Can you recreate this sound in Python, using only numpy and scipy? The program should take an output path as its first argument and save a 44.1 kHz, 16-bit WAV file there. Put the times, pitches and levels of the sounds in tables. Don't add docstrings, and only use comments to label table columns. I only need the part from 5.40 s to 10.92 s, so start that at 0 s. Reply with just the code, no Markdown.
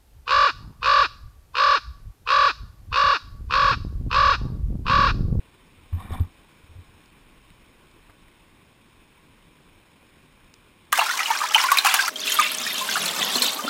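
import sys
import numpy as np
from scipy import signal
from scipy.io import wavfile
from scipy.ndimage import uniform_filter1d

SR = 44100
rng = np.random.default_rng(int(sys.argv[2]) if len(sys.argv) > 2 else 0)


def invert_db(x):
    u = np.asarray(x, float) / 20
    return 10 ** u


def bounce(signal):
    frames = np.transpose(np.atleast_2d(signal))
    limited = np.clip(frames, -1, 1)
    pcm = np.round(limited * 32767).astype(np.int16)
    wavfile.write(sys.argv[1], SR, pcm)


N = 243431


def evened(x):
    return x / np.sqrt(np.mean(x ** 2) + 1e-20)


def curve(table):
    s, *columns = np.transpose(table)
    return [np.interp(np.arange(N) / SR, s, column) for column in columns]


def add(mix, s, sound):
    part = mix[round(s * SR):][:len(sound)]
    part += sound[:len(part)]


def resonate(x, hz, width):
    r = np.exp(-np.pi * width / SR)
    return 2 * signal.lfilter([1 - r], [1, -r * np.exp(2j * np.pi * hz / SR)], x).real


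def band(x, lo_hz, hi_hz, order=2):
    sections = signal.butter(order, [lo_hz, min(hi_hz, 0.4 * SR)], "band", fs=SR, output="sos")
    return signal.sosfilt(sections, x)


# frequency in Hz, relative level in dB per Hz.
RUSH_COLOUR = [(35, -17), (60, 2.5), (152, -1), (313, -3), (735, -13.5), (1030, -8), (1300, -15),
               (2430, -14), (2880, -16), (5600, -31), (7280, -11.5), (12300, -120)]
# frequency in Hz, width in Hz, lift in dB.
CASE_RESONANCES = [(1093, 61, 3.5), (1495, 230, 3.5), (2418, 410, 5.5), (3070, 46, 6), (3665, 760, 7.5),
                   (5370, 810, 14)]
# time in seconds, level in dB.
RUSH_SWELL = [(0.0, -55.5), (1.3, -55), (3.7, -56), (5.52, -55.8)]


def rush(patchy_db=0.87, flicker_db=0.58):
    frames = N // 128 + 9
    hz = np.fft.rfftfreq(1024, 1 / SR)
    a, b, patches = rng.standard_normal((frames // 2, len(hz), 3)).T
    patches = uniform_filter1d(patches, 10, 0)
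    patches = evened(uniform_filter1d(patches, 8, 1))
    f, level_db = np.transpose(RUSH_COLOUR)
    colour_db = np.interp(np.log(hz + 1), np.log(f + 1), level_db)
    for centre, width, lift_db in CASE_RESONANCES:
        colour_db += lift_db / (1 + (2 * (hz - centre) / width) ** 2)
    spectra = (a + 1j * b) * invert_db(colour_db[:, None] + patchy_db * patches)
    water = evened(signal.istft(spectra, nperseg=1024, noverlap=768)[1][:N])
    flicker = evened(uniform_filter1d(rng.standard_normal(N), 500))
    swell_db, = curve(RUSH_SWELL)
    return invert_db(swell_db + flicker_db * flicker) * water


# middle in seconds, level at the middle in dB, length in seconds.
RUMBLE_SURGES = [(.62, -57, 0.77), (1.34, -64, .25), (1.752, -68, 0.56), (2.092, -54, 0.18),
                 (2.21, -52.5, 0.092), (2.678, -61, 0.45), (2.852, -58.5, 0.11)]


def rumble(steady_db=-67, lumps_db=3.5, lump_s=0.18):
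    lumps = evened(uniform_filter1d(rng.standard_normal(N), round(lump_s * SR)))
    power = invert_db(steady_db + lumps_db * lumps) ** 2
    for middle_s, db, length_s in RUMBLE_SURGES:
        surge = invert_db(db) ** 2 * np.hanning(round(length_s * SR))
        add(power, middle_s - length_s / 2, surge)
    return np.sqrt(power) * evened(band(rng.standard_normal(N), 20.0, 43.5))


# frequency in Hz, level in dB, time to fall by 60 dB in seconds.
HULL_MODES = [(85.1, -0.5, 0.088), (120, -10.5, 0.053), (229.3, -11.5, 0.1), (33, -9, .1)]


def hull_ring(cockpit_t60):
    cockpit_hz = 89
    t = np.arange(SR // 4) / SR
    hull = sum(invert_db(db - 60 * t / t60) * np.sin(2 * np.pi * hz * t) for hz, db, t60 in HULL_MODES)
    air = invert_db(-60 * t / max(cockpit_t60, 0.005)) * np.cos(2 * np.pi * cockpit_hz * t)
    return signal.fftconvolve(hull, air)[:len(t)]


# start in seconds, peak level of the boom in dB,
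# which way the hull is first pushed, contact time in ms,
# time in seconds for the ringing air in the cockpit to fall by 60 dB (5 ms at least).
HULL_BUMPS = [(0.367, -51, "out", 3.6, .11), (.423, -49, "in", 3.7, 0.088), (0.5238, -19, "in", 6.5, 0.15),
              (0.7069, -24, "in", 2.6, 0.0057), (0.718, -24, "in", 4, .03), (0.783, -43, "in", 2.2, .011),
              (.796, -22.5, "in", 3.3, 0.051), (.802, -13.5, "out", 3.03, 0.048),
              (.983, -50, "out", 2.3, 0.039), (1.236, -43, "out", 3.4, 0.013),
              (1.292, -43, "out", 3.5, 0.036), (1.31, -45, "in", 3.9, .02), (1.351, -37.5, "in", 3.3, 0.12),
              (1.383, -35.5, "in", 2.9, .047), (1.483, -49.5, "out", 4.2, 0.056),
              (1.543, -48, "in", 3.4, 0.044), (2.693, -46, "out", 2.7, 0.0049)]


def bumps(push_db=62):
    out = np.zeros(N)
    for s, db, way, contact_ms, cockpit_t60 in HULL_BUMPS:
        push = np.hanning(round(contact_ms * SR / 1000) + 2)
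        boom = signal.fftconvolve(push, hull_ring(cockpit_t60))
        add(boom, 0, invert_db(push_db) * push)
        sign = 1 if way == "out" else -1
        add(out, s, sign * invert_db(db) * boom / abs(boom).max())
    return out


# time in seconds, pressure in dB, sliding speed from 0 to 1.
GRIND_PATH = [(.52, -57, 0), (.57, -61, 0.5), (.604, -46.5, 0.36), (.62, -49, 0.46), (.655, -49.5, 0.4),
              (.68, -56.5, 0.73), (.702, -50.5, 0.57), (.719, -48, 0.71), (.735, -41.5, 0.39),
              (.749, -37.5, 0.16), (.765, -50.5, 0.64), (.775, -50, 0.76), (.79, -49, 0.4), (.8, -51, 0.45),
              (.815, -60, 0.6), (.84, -54.5, 0.2), (.865, -73, 0.2), (.89, -65, .5)]
# frequency in Hz, width in Hz, level in dB within the group.
SHELL_GROUPS = [
    [(762, 160, 3), (954, 220, 0.5), (565, 190, -9.5)],
    [(1134, 230, 2.5), (1089, 68, 7.5), (1376, 350, -7.5)],
    [(1815, 290, 3), (2050, 120, -17), (2185, 120, -3), (2356, 107, 4.5), (2800, 500, -12),
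     (3050, 350, -11)],
    [(3570, 300, -1.5), (3790, 220, -3.5), (4580, 200, -15), (5350, 490, -12)],
]
# level in dB at rest under the reference pressure,
# dB gained per dB of pressure, dB gained at full speed.
GROUP_CONTACT = [(-46.5, 0.93, -5.5), (-53, 0.88, 6), (-65.5, 1, 23.5), (-66.5, 1.3752, 14.5)]


def grind(booms, slips_per_s=1600, spread_db=2.5, boom_db=4.0, clump_db=3.0, clump_ms=9.0):
    reference_db = -50
    drum_db, drum_follows = -46, 0.47
    judder_db = -24.5
    start_s, end_s, edge_s = 0.524, 0.89, 0.0087
    t = np.arange(N) / SR
    touch = np.clip(np.minimum(t - start_s, end_s - t) / edge_s, 0, 1)

    def slips():
        clumps = evened(uniform_filter1d(rng.standard_normal(N), round(clump_ms * SR / 1000)))
        uneven = np.minimum(rng.exponential(1, N), 4)
        size = invert_db(clump_db * clumps + spread_db * uneven)
        happens = rng.random(N) < slips_per_s / SR
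        return happens * size * rng.choice([-1.0, 1.0], N)

    def rings(modes):
        return evened(sum(invert_db(db) * resonate(resonate(slips(), hz, width), hz, width)
                          for hz, width, db in modes))

    heavy = slips()
    boom = evened(signal.oaconvolve(heavy, hull_ring(0.0086))[:N])
    drum = evened(band(heavy, 117, 215)) + invert_db(boom_db) * boom
    pressure_db, speed = curve(GRIND_PATH)
    extra_db = pressure_db - reference_db
    shake = uniform_filter1d(abs(booms), size=500)
    load = invert_db(drum_db + drum_follows * extra_db) + invert_db(judder_db) * shake
    shell = np.zeros(N)
    for (rest_db, follows, gain_db), modes in zip(GROUP_CONTACT, SHELL_GROUPS):
        shell += invert_db(rest_db + follows * extra_db + gain_db * speed) * rings(modes)
    return touch * (shell + load * drum)


# start in seconds, level in dB before fading,
# lowest frequency in Hz, highest frequency in Hz, length in ms.
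HULL_SLAPS = [(0.527, -45, 700, 2500, 14), (0.705, -38, 150, 530, 6.8), (0.802, -48, 300, 2180, 11),
              (2.691, -49.5, 170, 1730, 32)]
# start in seconds, level in dB before fading, pitch in Hz, width in Hz.
SPRAY_TICKS = [(0.796, -45, 3670, 450), (.814, -61, 4700, 400), (1.657, -51, 3300, 3000),
               (1.7, -59, 3400, 2000), (2.102, -51.5, 2320, 700), (2.195, -58, 2928, 2000),
               (2.512, -60, 5100, 600), (2.881, -54, 2000, 300), (5.1387, -43, 5350, 800),
               (5.451, -58, 4500, 2000)]


def spray():
    out = np.zeros(N)
    for (s, db, lo_hz, hi_hz, ms), noise in zip(HULL_SLAPS, rng.standard_normal((len(HULL_SLAPS), 3000))):
        puff = band(noise, lo_hz, hi_hz, order=3)[500:][:round(ms * SR / 1000)]
        fade = signal.windows.tukey(len(puff), 0.4) * np.exp(-np.linspace(0, 1.5, len(puff)))
        add(out, s, invert_db(db) * evened(puff) * fade)
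    for (s, db, hz, width), noises in zip(SPRAY_TICKS, rng.standard_normal((len(SPRAY_TICKS), 2, 600))):
        # level in dB, pitch in Hz, width in Hz, length in ms.
        tick = (db, hz, width, 4.5)
        splat = (db - 4, 3300, 3300, 4.3)
        for (part_db, f, w, ms), noise in zip((tick, splat), noises):
            puff = resonate(resonate(noise, f, w), f, w)[100:][:round(ms * SR / 1000)]
            add(out, s, invert_db(part_db) * evened(puff) * np.hanning(len(puff)))
    return out


def scene():
    booms = bumps()
    return (rush() + rumble() + booms + grind(booms) + spray())[None]


def low_pass(x):
    return signal.sosfilt(signal.butter(12, 15320, fs=SR, output="sos"), x)


def record(dry):
    sampling_hz = 12000
    guarded = signal.sosfilt(signal.butter(6, 5500, fs=SR, output="sos"), dry)
    sampled = signal.resample_poly(guarded, sampling_hz, SR, axis=1)
    steps = np.repeat(sampled, 4, axis=1)
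    held = signal.resample_poly(steps, SR, 4 * sampling_hz, axis=1)[:, :N]
    edge = signal.firwin(401, 15400, window=("kaiser", 9), fs=SR)
    mix = signal.oaconvolve(held, edge[None], "same")
    return low_pass(mix)


dry = scene()
out = record(dry)
bounce(out)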